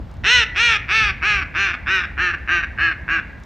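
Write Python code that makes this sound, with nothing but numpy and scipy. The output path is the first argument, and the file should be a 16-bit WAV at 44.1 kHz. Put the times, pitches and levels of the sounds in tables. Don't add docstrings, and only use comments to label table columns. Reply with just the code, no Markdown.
import sys
import numpy as np
from scipy import signal
from scipy.io import wavfile
from scipy.ndimage import uniform_filter1d, map_coordinates

SR = 44100
rng = np.random.default_rng(int(sys.argv[2]) if len(sys.argv) > 2 else 0)


def wrap_up_sound(samples):
    columns = np.atleast_2d(samples).T
    tamed = np.clip(columns, -1, 1)
    steps = np.round(tamed * 32767).astype(np.int16)
    wavfile.write(sys.argv[1], SR, steps)


N = 152145
BINS_HZ = np.fft.rfftfreq(2048, 1 / SR)

# upper_db, treble_db, second_ratio, second_at_cycles, hoarse_ratio, croak_db
QUACK_RUN = [ (0.237, 0.21, 0.012, 0.11, 248.7, .13, -15.5, -2, 1.103, 0.5, -4.5, 0.61, .49, 0.03, -25),
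             (0.548, 0.23, 0.024, .098, 240, .15, -17.5, -0.5, 1.002, 3, -2, 0.67, .495, 0.37, -26),
             (0.877, 0.24, 0.033, 0.093, 224.2, 0.15, -18.5, -1.5, 0.96, 2.5, -1.5, 0.63, .49, 0.11, -22.5),
             (1.213, 0.23, 0.021, 0.077, 211.8, 0.18, -19, -8, 0.96, 2.5, -3.5, 0.69, .49, 0.16, -9),
             (1.542, 0.22, 0.016, 0.075, 200.7, 0.22, -20, -12.5, 0.98, 2.5, -1.5, 0.62, 0.48, 0.8, -5.5),
             (1.862, .202, 0.014, 0.076, 193.4, 0.2, -19, -13.5, 1, 1.5, -0.5, 0.79, 0.39, 0.6, -7.5),
             (2.170, 0.19, 0.018, 0.067, 182.6, 0.16, -20, -11, 1.013, 0, 1.5, 0.95, 0.4, 0.37, -6),
             (2.476, 0.18, 0.0099, .060, 176, .11, -19, -14.5, 1.002, 3, 2, 0.55, .445, 0.31, -6.5),
             (2.777, .162, 0.018, 0.061, 168, 0.11, -19.5, -10.5, 1.007, 4, 2.5, 1, 0.39, 0.42, -12.5),
             (3.080, .130, 0.012, 0.05, 167.5, 0.13, -20.5, -6, 0.98, 4.5, 1.5, 0.66, 0.41, 0.3, -20.5)]

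def mallard():
    duck = np.zeros(N)
    for progress, (start_s, *settings) in zip(np.linspace(0, 1, len(QUACK_RUN)), QUACK_RUN):
        softness = np.sin(np.pi / 2 * progress) ** 2
        add(duck, start_s, quack(softness, *settings))
    return duck


def quack(softness, length_s, attack_s, top_s, top_hz, fall_ratio, gain_db, sag_db, tuning_ratio,
          upper_db, treble_db, second_ratio, second_at_cycles, hoarse_ratio, croak_db):
    t = np.arange(0, length_s, 1 / SR)
    early = np.maximum(1 - t / top_s, 0)
    late = np.maximum((t - top_s) / (length_s - top_s), 0)
    croak = np.exp(-((t - length_s + .016) / .012) ** 2)
    choke = np.exp(-((t - length_s + .034) / .008) ** 2)
    croak_gain, fall = amp(croak_db), fall_ratio * late ** 1.35

    pitch_hz = top_hz * (1 - .38 * early ** 2.4 - fall - .5 * croak_gain * croak)
    pitch_hz = np.maximum(pitch_hz * waver(len(t)), top_hz / 3)
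    hoarseness = hoarse_ratio * np.sin(np.pi / 2 * late) ** 2 * (1 - croak / 2)
    roughness = .07 + .4 * np.exp(-t / .026) + hoarseness
    source = voice(t, pitch_hz, roughness, second_ratio, second_at_cycles)

    attack = np.minimum((t + 1 / top_hz) / attack_s, 1)
    release = np.minimum((length_s - t) / .012, 1)
    sag = amp(sag_db * late ** 1.77 - 16 * croak_gain * choke)
    breath = attack * release * (sag + croak_gain * croak)
    arch = 1 - fall_ratio * early ** 2 - fall
    call = bill(source, t, late) * breath
    body, rasp = throat(call, arch, softness, tuning_ratio, upper_db, treble_db)
    return amp(gain_db) * (body + ripple(rasp))


def waver(samples, depth_ratio=.0061, drift_s=.0081):
    drift = signal.lfilter([1], [1, -np.exp(-1 / (drift_s * SR))], rng.standard_normal(SR))
    return 1 + depth_ratio * unit_rms(drift)[:samples]


def voice(t, pitch_hz, roughness, second_ratio, second_at_cycles, jitter_s=.00019, puff_cycles=.39):
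    phase_cycles = np.cumsum(pitch_hz) / SR
    cycles, buzz = np.arange(int(phase_cycles[-1])), 0
    for offset_cycles, size in (0, 1), (second_at_cycles, second_ratio):
        at_s = np.interp(cycles + offset_cycles, phase_cycles, t)
        jitter, shimmer = rng.standard_normal((128, 2))[:len(at_s)].T * np.interp(at_s, t, roughness)
        fade_in = 1 - (offset_cycles > 0) * np.exp(-(at_s / .011) ** 2)
        buzz = buzz + pulses(at_s + jitter_s * jitter, size * fade_in * np.exp(.4 * shimmer), len(t))
    puffs = np.exp(-(phase_cycles % 1) / puff_cycles) * rng.standard_normal(SR)[:len(t)]
    return unit_rms(unit_rms(buzz) + .8 * roughness * unit_rms(puffs))


def pulses(times_s, sizes, samples, half_width=8):
    train, at = np.zeros(samples), times_s[:, None] * SR
    near = np.floor(at).astype(int) + np.arange(1 - half_width, half_width + 1)
    clicks = sizes[:, None] * np.sinc(near - at) * np.sinc((near - at) / half_width)
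    np.add.at(train, np.clip(near, 0, samples - 1), clicks)
    return train


def bill(x, t, late, split_hz=2100, shut_db=-20, open_s=.022, close_db=-8):
    dull = signal.lfilter(*signal.butter(2, split_hz, fs=SR), x)
    bright = signal.lfilter(*signal.butter(2, split_hz, "highpass", fs=SR), x)
    opening = amp(shut_db * np.exp(-t / open_s) + close_db * late ** 2)
    return dull - opening * bright


# freq_hz, gain_db
HARD_THROAT = [(150, -41), (330, -18), (480, -25), (650, -27.5), (950, -19), (1100, -19), (1380, -5.5),
               (1600, -8), (1830, -5), (2080, -14.5), (2400, -3.5), (2800, -5.5), (3150, -16),
               (3750, -10.5), (4150, -9), (4600, -23), (5200, -17.5), (6250, -15), (7100, -32.5),
               (8000, -31.5), (10000, -44.5), (14000, -58), (17000, -70)]
SOFT_THROAT = [(130, -39.5), (250, -25.5), (350, -11.5), (500, -37), (700, -22), (950, -26), (1230, -4.5),
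               (1420, -8), (1600, 5.5), (1760, 0.5), (2020, -11.5), (2420, -9), (2850, -8), (3350, -30),
               (3700, -22.5), (4300, -26), (4850, -34), (5500, -27.5), (6300, -33), (7300, -56),
               (8300, -57.5), (10000, -72), (16000, -80.5)]

def throat(x, arch, softness, tuning_ratio, upper_db, treble_db, upper_hz=2020, treble_hz=3500):
    treble = above(BINS_HZ, treble_hz)
    tuned_hz = BINS_HZ / (tuning_ratio + (1 - tuning_ratio) * treble)
    gain_db = (1 - softness) * lookup(HARD_THROAT, tuned_hz) + softness * lookup(SOFT_THROAT, tuned_hz)
    gain_db = gain_db + upper_db * above(BINS_HZ, upper_hz) + (treble_db - upper_db) * treble
    gain_db -= 10 * np.log10(np.mean(amp(gain_db) ** 2))
    crossover = above(BINS_HZ, treble_hz, order=24)
    body = glide(x, arch ** .26, gain_db + 10 * np.log10(1 - crossover + 1e-9))
    rasp = glide(x, arch ** .7, gain_db + 10 * np.log10(crossover + 1e-9))
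    return body, rasp


def glide(x, stretch, gain_db):
    clock = np.cumsum(stretch) - stretch[0]
    positions = np.interp(np.arange(clock[-1]), clock, np.arange(len(x)))
    rung = colour(map_coordinates(x, [positions], order=5), gain_db)
    ring_out = clock[-1] + stretch[-1] * np.arange(1, 700)
    return map_coordinates(rung, [np.r_[clock, ring_out]], order=5)


def ripple(x, decay_s=.0027, scatter_db=3.5):
    t = np.arange(SR // 50) / SR
    scatter = unit_rms(rng.standard_normal(len(t)) * np.exp(-t / decay_s))
    taps = (t == 0) + scatter * amp(scatter_db) / np.sqrt(len(t))
    return signal.fftconvolve(x, taps / np.linalg.norm(taps))[:len(x)]


# delay_s, gain_db
LAKE_ECHOES = [(.0011, -25.5), (.013, -13.5), (.034, -15.5), (.058, -25), (.083, -30.5)]
# freq_hz, gain_db, t60_s
LAKE_TAIL = [(300, -8, .6), (1250, -6, .7), (1650, -2, .75), (1820, -2, .75), (2020, 4, .95),
             (2400, -3, .65), (2900, -5, .55), (5500, -8, .45), (12000, -14, .3)]

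def lake(x, tail_delay_s=.025, tail_gain_db=-13):
    hz, t, noise = signal.stft(rng.standard_normal(SR), SR, nperseg=256)
    bands = np.array(LAKE_TAIL)
    gain_db = lookup(bands[:, [0, 1]], hz)[:, None]
    t60_s = lookup(bands[:, [0, 2]], hz)[:, None]
    tail = signal.istft(noise * amp(gain_db - 60 * t / t60_s), SR)[1]
    response = np.zeros(SR)
    add(response, tail_delay_s, amp(tail_gain_db) * tail / np.sqrt(SR / 20))
    for delay_s, echo_db in LAKE_ECHOES:
        add(response, delay_s, amp(echo_db) * signal.windows.hann(7)[1:-1] / 3)
    return signal.fftconvolve(x, response)[:N]


# freq_hz, density_db
WIND_SPECTRUM = [(15, -38), (30, -21), (45, -9), (62, 1), (80, -6), (110, -11), (170, -16), (250, -24),
                 (400, -36), (800, -60)]
# time_s, gain_db
WIND_GUSTS = [(0.0, -23), (0.09, -36.5), (0.25, -27), (0.33, -41), (0.35, -30.5), (0.5, -35.5),
              (0.98, -35.5), (1.02, -27.5), (1.21, -34), (1.28, -29.5), (1.5, -35), (3.29, -34),
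              (3.31, -37), (3.45, -40.5)]

def wind():
    band = signal.butter(2, [32, 900], "bandpass", fs=SR, output="sos")
    rumble = signal.sosfilt(band, stereo_noise(WIND_SPECTRUM, patchy_db=0))
    return rumble * amp(np.interp(np.arange(N) / SR, *np.transpose(WIND_GUSTS)))


# start_s, level_db, centre_hz
NEAR_DROPS = [(0.113, -52, 5000), (.140, -53, 5500), (.168, -53.5, 4800), (1.960, -43, 12500),
              (2.503, -58, 12000), (2.585, -58, 11000), (3.400, -59, 7000), (3.436, -47, 5000)]
# freq_hz, density_db
RAIN_SPECTRUM = [(60, -13.5), (200, 7), (400, -2), (700, -0.5), (1500, -7.5), (2500, -15.5), (4000, -21),
                 (7000, -33), (10000, -45), (13500, -38), (16000, -47.5)]

def rain(decay_s=.0023, half_width_octaves=.45, wash_db=-45):
    ticks, t = np.zeros(N), np.arange(SR // 20) / SR
    for start_s, level_db, centre_hz in NEAR_DROPS:
        octaves = np.log2((BINS_HZ + 1) / centre_hz)
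        band_db = -10 * np.log10(1 + (octaves / half_width_octaves) ** 4)
        splash = colour(rng.standard_normal(len(t)), band_db)[:len(t)]
        add(ticks, start_s, amp(level_db) * unit_rms(splash) * np.exp(-t / decay_s))
    return ticks + amp(wash_db) * stereo_noise(RAIN_SPECTRUM, patchy_db=.5)


# freq_hz, coherence_ratio
STEREO_COHERENCE = [(30, 1), (120, 0.92), (300, 0.76), (700, 0.42), (1500, 0.95), (8000, 1), (13000, .6)]

def stereo_noise(spectrum, patchy_db, frame=2048):
    hz = np.fft.rfftfreq(frame, 1 / SR)
    a, b, c, d, patches = rng.standard_normal((N * 4 // frame + 5, len(hz), 5)).T
    patches = unit_rms(uniform_filter1d(uniform_filter1d(patches, size=16, axis=0), size=6, axis=1))
    coherence = np.clip(lookup(STEREO_COHERENCE, hz), -1, 1)[:, None]
    left = a + 1j * b
    right = coherence * left + np.sqrt(1 - coherence ** 2) * (c + 1j * d)
    shaped = np.array([left, right]) * amp(lookup(spectrum, hz)[:, None] + patchy_db * patches)
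    return unit_rms(signal.istft(shaped, nperseg=frame, noverlap=frame * 3 // 4)[1][:, :N])


def amp(db):
    return 10 ** (np.asarray(db) / 20)


def unit_rms(x):
    return x / np.sqrt(np.mean(x ** 2) + 1e-20)


def lookup(points, hz):
    points_hz, values = np.transpose(points)
    return np.interp(np.log(hz + 1), np.log(points_hz + 1), values)


def above(hz, edge_hz, order=12):
    return 1 / (1 + (edge_hz / (hz + 1)) ** order)


def colour(x, gain_db):
    log_gain = np.log(amp(np.maximum(np.r_[gain_db, gain_db[-2:0:-1]], -100)))
    response = np.fft.ifft(np.exp(np.conj(signal.hilbert(log_gain)))).real
    return signal.fftconvolve(x, response[:1024])


def add(mix, start_s, sound):
    part = mix[max(round(start_s * SR), 0):][:len(sound)]
    part += sound[:len(part)]


def scene():
    duck = mallard()
    return duck + lake(duck) + wind() + rain()


def record(dry):
    taps = signal.firwin(511, 15400, window=("kaiser", 9), fs=SR)
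    return signal.oaconvolve(dry, taps[None], "same")


dry = scene()
out = record(dry)
wrap_up_sound(out)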